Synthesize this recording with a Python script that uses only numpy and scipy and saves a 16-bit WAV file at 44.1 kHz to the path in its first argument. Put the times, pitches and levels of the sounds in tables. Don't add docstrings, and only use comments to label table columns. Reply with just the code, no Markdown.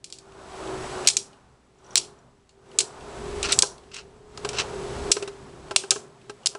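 import sys
import numpy as np
from scipy import signal
from scipy.fft import rfft, irfft, next_fast_len
from scipy.io import wavfile
from scipy.ndimage import uniform_filter1d, map_coordinates

SR = 44100
rng = np.random.default_rng(int(sys.argv[2]) if len(sys.argv) > 2 else 0)


def digitize_waveform(pressure):
    field = np.atleast_2d(pressure).T
    bounded = np.clip(field, -1, 1)
    quanta = np.round(bounded * 32767).astype(np.int16)
    wavfile.write(sys.argv[1], SR, quanta)


def invert_db(level):
    return 10 ** (np.asarray(level, dtype=float) / 20)


N = 290178

# (t/s, peak level/dB, strongest ring f/Hz, contact t60/s, low-
# treble share/dB)
CLASH_BLOWS = [(1.0727, 1.5, 8300, 0.034, -14), (1.0787, -11.5, 4100, 0.016, -11),
               (1.0852, 0.5, 7690, 0.03, -11.5), (1.1004, -11.5, 6960, 0.047, -11.5),
               (1.1679, -5, 5640, 0.029, -16.5), (1.956, 1, 5700, 0.011, -10.5),
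               (1.9703, -9.5, 5150, 0.031, -11), (1.9764, -5, 7350, 0.04, -14.5),
               (2.787, -1.5, 7900, 0.0294, -15), (2.8036, -11.5, 7600, 0.051, -12),
               (3.4291, -11.5, 2620, 0.025, -8.5), (3.522, -2.5, 7760, 0.0095, -28.5),
               (3.5263, -8, 3840, 0.033, -7.5), (3.5888, 2.5, 7690, 0.021, -18),
               (3.6223, -0.5, 5740, 0.02, -19), (5.116, -1.5, 7800, 0.035, -13.5),
               (5.761, -0.5, 8530, 0.021, -7.5), (5.907, -1, 6300, 0.032, -12),
               (6.459, -8.5, 5070, 0.027, -14.5), (6.4692, -8.5, 5030, 0.02, -16.5),
               (0.0426, -24.5, 2390, 0.023, -17.5), (0.125, -20.5, 4400, 0.019, -13),
               (0.186, -34, 4440, 0.023, -16), (4.4896, -20, 5740, 0.033, -7.5)]
# (f/Hz, width/Hz, level/dB)
RUBBED_BODY = [(1350, 270, 0.5), (2736, 460, 2.5), (4100, 690, -2.5), (5480, 1100, -2.5),
               (7800, 1200, -6.5)]


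def unit(x):
    return x / np.sqrt(np.mean(x ** 2) + 1e-20)


def along(points, hz):
    f, v = np.transpose(points)
    return np.interp(np.log(hz + 1), np.log(f + 1), v)


def curves(rows):
    s, *cols = np.transpose(rows)
    return [np.interp(np.arange(N) / SR, s, c) for c in cols]


def wobble(rate):
    knots = rng.standard_normal(int(N * rate / SR) + 4)
    return map_coordinates(knots, [np.arange(N) * rate / SR])


def coloured(x, gain):
    m = next_fast_len(len(x) + 8192)
    cepstrum = irfft(np.log(gain(np.fft.rfftfreq(m, 1 / SR)) + 1e-6), m)
    cepstrum[1:m // 2] *= 2
    cepstrum[m // 2 + 1:] = 0
    return irfft(rfft(x, m) * np.exp(rfft(cepstrum)), m)[:len(x)]


def humps(modes, hz):
    return np.sqrt(sum(invert_db(2 * db) / (1 + (2 * (hz - c) / w) ** 2) for c, w, db in modes))


def grit(spread_db, size=N):
    strength_db = spread_db * np.minimum(rng.exponential(size=size), 3.5)
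    return unit(rng.standard_normal(size) * invert_db(strength_db))


def add(into, s, sound):
    start = int(round(s * SR))
    into[start:start + len(sound)] += sound[:len(into) - start]


def ducking():
    # (t/s of the blow, depth/dB, recovery/s)
    dips = [
        (1.0743, 18, 0.041),
        (3.587, -8.5, 0.0069),
        (3.624, 8.5, 0.011),
        (5.117, 24.5, 0.024),
    ]
    t = np.arange(N) / SR
    depth_db = 0
    for s, db, recovery in dips:
        fall = np.clip((t - s + .006) / .0015, 0, 1)
        depth_db = depth_db + db * fall * np.exp(-np.clip(t - s, 0, 9) / recovery)
    return invert_db(-depth_db)


def loudness(layer):
    # (t/s, effort level/dB)
    skate = [(0, -74), (.4, -49), (.64, -40.5), (1.06, -37.5), (1.2, -54.5), (1.72, -68), (1.92, -49.5),
             (2.52, -73), (2.75, -52), (3.5, -40), (3.77, -56), (4.24, -61), (4.5, -44), (5.11, -42),
             (5.33, -52), (6.0, -51.5), (6.13, -58), (6.58, -53.5)]
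    # (t/s, effort level/dB)
    press = [(0, -63), (0.659, -44), (1.06, -36), (1.24, -53), (1.7, -71), (1.93, -52.5), (2.5, -66),
             (2.75, -45.5), (2.9, -49), (3.3, -40), (3.518, -34.5), (3.75, -57.5), (4.27, -52), (4.45, -38),
             (5.12, -34), (5.35, -49), (6.0, -45), (6.15, -50.5)]
    # (t/s, effort level/dB)
    rock = [(0, -70), (.45, -61), (.65, -50.5), (.95, -51), (1.2, -66.5), (2.9, -67), (3.05, -50.5),
            (3.47, -42), (3.7, -61), (4.2, -62), (4.55, -46.5), (4.7, -51), (5.1, -41), (5.17, -62),
            (5.399, -56), (5.73, -56), (5.831, -78.5), (6.58, -73)]
    layers = {"rumble": (-52.5, 0.29, .5, 0.17, -64.5, 1.5),
              "grind": (-49, 0.9526, 0.0682, 0.09, -69.5, 1.5), "hiss": (-55, 0.84, 0.256, 0.0942, -73, .5),
              "boom": (-52.5, -0.05, 0.05, 1.03, -76, 1.5), "hum": (-49.5, 0.0045, 0.9623, 0.2, -72, 2)}
    db, *follows, idle_db, unsteady_db = layers[layer]
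    middle_db = -50
    efforts = [curves(effort)[0] - middle_db for effort in (skate, press, rock)]
    moving = invert_db(db + np.dot(follows, efforts))
    return np.hypot(moving, invert_db(idle_db)) * invert_db(unsteady_db * wobble(7))


def shaken():
    out = np.zeros(N)
    t60 = 0.26
    dying = invert_db(-49.5 - 60 * np.arange(SR // 3) / SR / t60)
    for s, db, *_ in CLASH_BLOWS:
        add(out, s, invert_db(db) * dying)
    return out


def rolling():
    # (f/Hz, level/dB per Hz)
    rumble_tone = [(41, -30), (70, -5), (194, -1.5), (286, -1.5), (330, -9), (430, -31.5), (730, -120)]
    # (f/Hz, width/Hz, level/dB)
    foot_modes = [(127, 7.7, 7), (151.8, 1.3, 9.5)]
    # (f/Hz, level/dB per Hz)
    grind_tone = [(200, -26.5), (330, 0.5), (500, 4.5), (720, 6.5), (1000, 5), (1500, 0), (2000, -23),
                  (3000, -43.5)]
    # (f/Hz, level/dB per Hz)
    hiss_tone = [(1000, -27), (1700, -1), (1840, -2), (2100, -3.5), (3500, -6), (8070, -11), (10300, -15),
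                 (11900, -39), (12400, -40.5), (12700, -69.5), (13000, -69)]
    chatter = 0.69 * wobble(25) + 0.4 * wobble(120)

    def rumble_gain(hz):
        return invert_db(along(rumble_tone, hz)) * (1 + humps(foot_modes, hz))

    def hiss_gain(hz):
        port_line = 1 + 1.5 / (1 + ((hz - 7860) / 60) ** 2)
        return invert_db(along(hiss_tone, hz)) * port_line

    rumble = unit(coloured(grit(4.5), rumble_gain))
    grind = unit(coloured(invert_db(chatter) * grit(1), lambda hz: invert_db(along(grind_tone, hz))))
    hiss = unit(coloured(invert_db(0.18 * chatter) * grit(2.2), hiss_gain))

    sway = np.sin(2 * np.pi * np.cumsum(55 + 3 * wobble(5)) / SR) * np.sqrt(2)
    thumps = unit(coloured(grit(1), lambda hz: humps([(70.0, 22, -2), (27, 16, -3)], hz) ** 2))
    boom = 0.96 * sway + thumps

    low = loudness("boom") * boom + loudness("rumble") * rumble
    return low + loudness("grind") * grind + loudness("hiss") * hiss


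def hum():
    # (t/s, spin f/Hz)
    spin = [(0, 56.6), (1.05, 52.6), (1.2, 49.8), (1.65, 47.8), (1.95, 46.8), (2, 45.6), (2.45, 43.9),
            (2.75, 43), (3, 41.6), (3.3, 41), (4.1, 38.7), (5.05, 36.8), (5.4, 35.6), (5.9, 34.6),
            (6.2, 33.3), (6.58, 32.5)]
    # (t/s, f/Hz)
    loaded_mode = [(0, 380), (.6, 363), (1.05, 389), (2.7, 388), (3.0, 400), (3.5, 390.6), (4.1, 411),
                   (4.6, 420), (4.9, 388.3), (5.2, 405), (5.65, 355), (5.9, 382), (6.58, 411)]
    # (f/Hz, width/Hz, level/dB)
    bowl = [(50, 0), (520, 24, -8), (690, 190, -10)]
    (spin_hz,), (mode_hz,) = curves(spin), curves(loaded_mode)
    turn = 2 * np.pi * np.cumsum(spin_hz) / SR
    modes = [(mode_hz, *bowl[0])] + bowl[1:]
    drift = wobble(5.2)
    swell = invert_db(2 * drift)

    lines = np.zeros(N)
    for k in range(5, 22):
        level = humps(modes, k * spin_hz) ** 2 * np.roll(swell, k * SR)
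        waver = .25 * np.roll(drift, -k * SR)
        lines += level * np.sin(k * turn + waver + 2 * np.pi * rng.random())
    lines = lines / np.sqrt(np.abs(uniform_filter1d(lines ** 2, size=SR // 8)))

    kicks = unit(coloured(grit(8.8), lambda hz: humps([(400, 84, 0.0031)], hz) ** 2))
    steady_share = 0.78
    tone = np.sqrt(steady_share) * lines + np.sqrt(1 - steady_share) * kicks
    beads = invert_db(2 * wobble(11))
    return (loudness("hum") + shaken()) * beads * tone


def clashes():
    # (t/s, peak level/dB,
    # strongest ring f/Hz)
    further_clashes = [(0.101, -36.5, 7570), (0.3203, -47, 2840), (0.6744, -31.5, 3270), (1.0493, -30, 2830),
                       (1.0632, -24.5, 2830), (1.134, -23, 7800), (1.33, -47, 2920), (2.492, -43.5, 4330),
                       (2.715, -45, 2810), (3.008, -40, 2720), (3.7805, -43, 4300), (3.837, -51, 2760),
                       (3.888, -58, 2660), (3.943, -26, 4550), (3.9653, -28, 2800), (4.3749, -28.5, 4200),
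                       (4.585, -21.5, 3780), (4.6003, -24, 2600), (5.683, -46.5, 2440), (6.215, -49.5, 2500),
                       (6.433, -46, 3020)]
    # (f/Hz, width/Hz, level/dB)
    rim = [(2350, 68, -8.5), (3290, 47, -8), (4300, 390, -4), (5000, 200, -2), (5330, 140, -8.5),
           (5740, 450, -0.5), (6650, 150, 2.5), (7350, 600, -2), (9000, 170, -6)]
    # (f/Hz, level/dB, t60/s, held to at most 0.1 s)
    metal = [(2550, -11, 0.31), (2800, -6.5, 0.33), (3296, -12.5, 0.097), (4530, -8, 0.1),
             (5260, -8.5, 0.075), (5450, -8.5, 0.13), (6175, -22, 0.23), (6660, -22, 5.0),
             (7440, -4.5, 0.034), (9500, -7.5, 0.12)]
    # (f/Hz, level/dB per Hz)
    crack_tone = [(350, -51), (600, -12), (860, -14), (1860, -12), (2540, -2), (4140, -0.5), (7010, -3),
                  (7670, 0), (10400, -7), (12000, -38), (13000, -66)]
    # (f/Hz, t60/s)
    room = [(1000, 0.31), (3000, 0.23), (8000, 0.23), (12000, 0.29)]
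    out, t = np.zeros(N), np.arange(SR // 4) / SR
    gain = np.pad(ducking(), (0, SR), "edge")

    blows = list(CLASH_BLOWS)
    for s, db, ring_hz in further_clashes:
        low_db = -13 - 0.08 * db - 8 * np.log2(ring_hz / 6000)
        blows.append((s, db, ring_hz, .022, low_db))

    for s, db, ring_hz, t60, low_db in blows:
        rebound = any(0 < s - before[0] < .025 for before in CLASH_BLOWS)
        tail_db = -19.5 - 0.13 * db - 6.5 * rebound
        strengths = [(c, w, level + 3 * rng.standard_normal()) for c, w, level in rim]
        strengths.append((ring_hz, 220, 5))

        def tilt(hz):
            return invert_db(along(crack_tone, hz) + (low_db + 12) / (1 + (hz / 4000) ** 6))

        def shape(hz):
            return tilt(hz) * (0.76 + humps(strengths, hz))

        def tail_shape(hz):
            return shape(hz) / (1 + (2150 / (hz + 1)) ** 10)

        crack = coloured(grit(3.0, size=len(t)) * invert_db(-60 * t / t60), shape)

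        scatter = unit(coloured(grit(3.8, size=len(t)), tail_shape))
        hz, at, z = signal.stft(scatter, SR, nperseg=128)
        z = z * invert_db(-60 * at / along(room, hz)[:, None])
        tail = signal.istft(z, SR, nperseg=128)[1][:len(t)] * (1 - np.exp(-t / 0.0019))

        ring = np.zeros(len(t))
        for c, level, life in metal:
            decay = invert_db(level + 4 * rng.standard_normal() - 60 * t / min(life, .1))
            ring += decay * tilt(c) * np.sin(2 * np.pi * (c * t + rng.random()))
        tail = tail + 0.67 * ring * (1 - np.exp(-t / 0.0015))

        later = gain[int(s * SR):][:len(t)]
        squeeze = np.minimum(later / later[0], 1)
        blow = 1.194 * crack / np.abs(crack).max() + invert_db(tail_db - 5.5) * tail
        add(out, s, invert_db(db) * squeeze * blow)
    return out


def ticks():
    # (t/s, peak level/dB)
    rattles = [
        (1.783, -60.5),
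        (1.805, -66),
        (1.8433, -54),
        (1.8627, -52),
        (1.9064, -42.5),
        (1.929, -47),
        (2.1867, -57),
        (2.204, -77),
        (2.663, -68.5),
        (2.6882, -65),
    ]
    out, t = np.zeros(N), np.arange(SR // 10) / SR
    for s, db in rattles:
        modes = [(5700, 120, 0), (rng.uniform(6100, 7600), 200, -6), (3300, 300, -12)]
        noise = rng.standard_normal(len(t))
        ring = unit(coloured(noise, lambda hz: humps(modes, hz) * (hz < 10000)))
        add(out, s, invert_db(db - 60 * t / .05) * ring * (1 - np.exp(-t / .001)))
    return out


def grazes():
    # (start t/s, end t/s, level/dB)
    strokes = [
        (3.439, 3.46, -25),
        (3.486, 3.526, -27.5),
        (3.913, 3.938, -50.5),
        (3.936, 4.002, -42.5),
        (4.529, 4.571, -38),
        (4.57, 4.584, -37),
        (4.584, 4.606, -25),
    ]
    t = np.arange(N) / SR
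    stroke = np.zeros(N)
    for start, end, db in strokes:
        onset = np.clip((t - start) * 500, 0, 1)
        stroke += invert_db(db) * onset * invert_db(-60 * np.clip(t - end, 0, 1) / 0.088)

    def body(hz):
        return humps(RUBBED_BODY, hz) * (hz < 11000) / (1 + (hz / 8500) ** 6)

    slips = invert_db(2.2 * wobble(600)) * grit(4)
    return stroke * unit(coloured(slips, body))


def bounces():
    # (t/s, peak level/dB, click level/dB, upper modes level/dB, favoured mode f/Hz)
    landings = [(3.63, -23.5, -1.5, 8.5, 988), (4.375, -32, -22, 6.5, 1320), (4.448, -13.5, -10, -3, 1060),
                (4.533, -34, -1, -8, 646), (5.102, -18, -31.5, -5.5, 510), (5.167, -16, -10.5, -2.5, 450),
                (5.225, -17, -12, -8.5, 520), (5.276, -22.5, -8, -3, 518), (5.71, -22.5, -4, 5.5, 640),
                (5.837, -23.5, -11.5, -2, 1600), (5.916, -23.5, 3, 5, 1480), (5.959, -23.5, -8, 2, 1665),
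                (6.296, -26.5, -7, 2, 1590), (6.55, -22.5, -11, 1, 630)]
    # (f/Hz, level/dB, t60/s)
    dish = [(402.7, -3, 0.11), (516, -12.5, 0.058), (640, -15.5, 0.073), (805, -13, 0.075),
            (1043, -10.5, .04), (1320, -12.5, 0.065), (1555, -9.5, 0.042), (2390, -23, .03)]
    out, t = np.zeros(N), np.arange(SR // 5) / SR
    for s, db, click_db, upper_db, spot_hz in landings:
        ring = np.zeros(len(t))
        for hz, level, t60 in dish + [(spot_hz, -8, .035)]:
            level_db = level + upper_db * (hz > 500) + 2.5 * rng.standard_normal()
            detuned_hz = hz * (1 + 0.021 * rng.standard_normal())
            ring += invert_db(level_db - 60 * t / t60) * np.sin(2 * np.pi * detuned_hz * t)
        ring *= 1 - np.exp(-t / .001)
        scuff = grit(2, size=len(t)) * invert_db(-60 * t / 0.053)
        click = coloured(scuff, lambda hz: humps(RUBBED_BODY, hz) * (hz < 11000))
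        click = click / np.abs(click).max()
        add(out, s, invert_db(db) * (0.79 * ring + invert_db(click_db + 4.5) * click))
    return out


def scene():
    steady = ducking() * (rolling() + hum())
    return (steady + clashes() + bounces() + ticks() + grazes())[None]


def top_cut(x):
    return signal.sosfilt(signal.butter(12, 13220, fs=SR, output="sos"), x)


def record(dry):
    x = dry[0] / (1 + np.abs(dry[0] / .79) ** 5) ** (1 / 5)
    mix = coloured(x, lambda hz: 1 / (1 + (hz / 12200) ** 40))[None]
    return top_cut(mix)


dry = scene()
out = record(dry)
digitize_waveform(out)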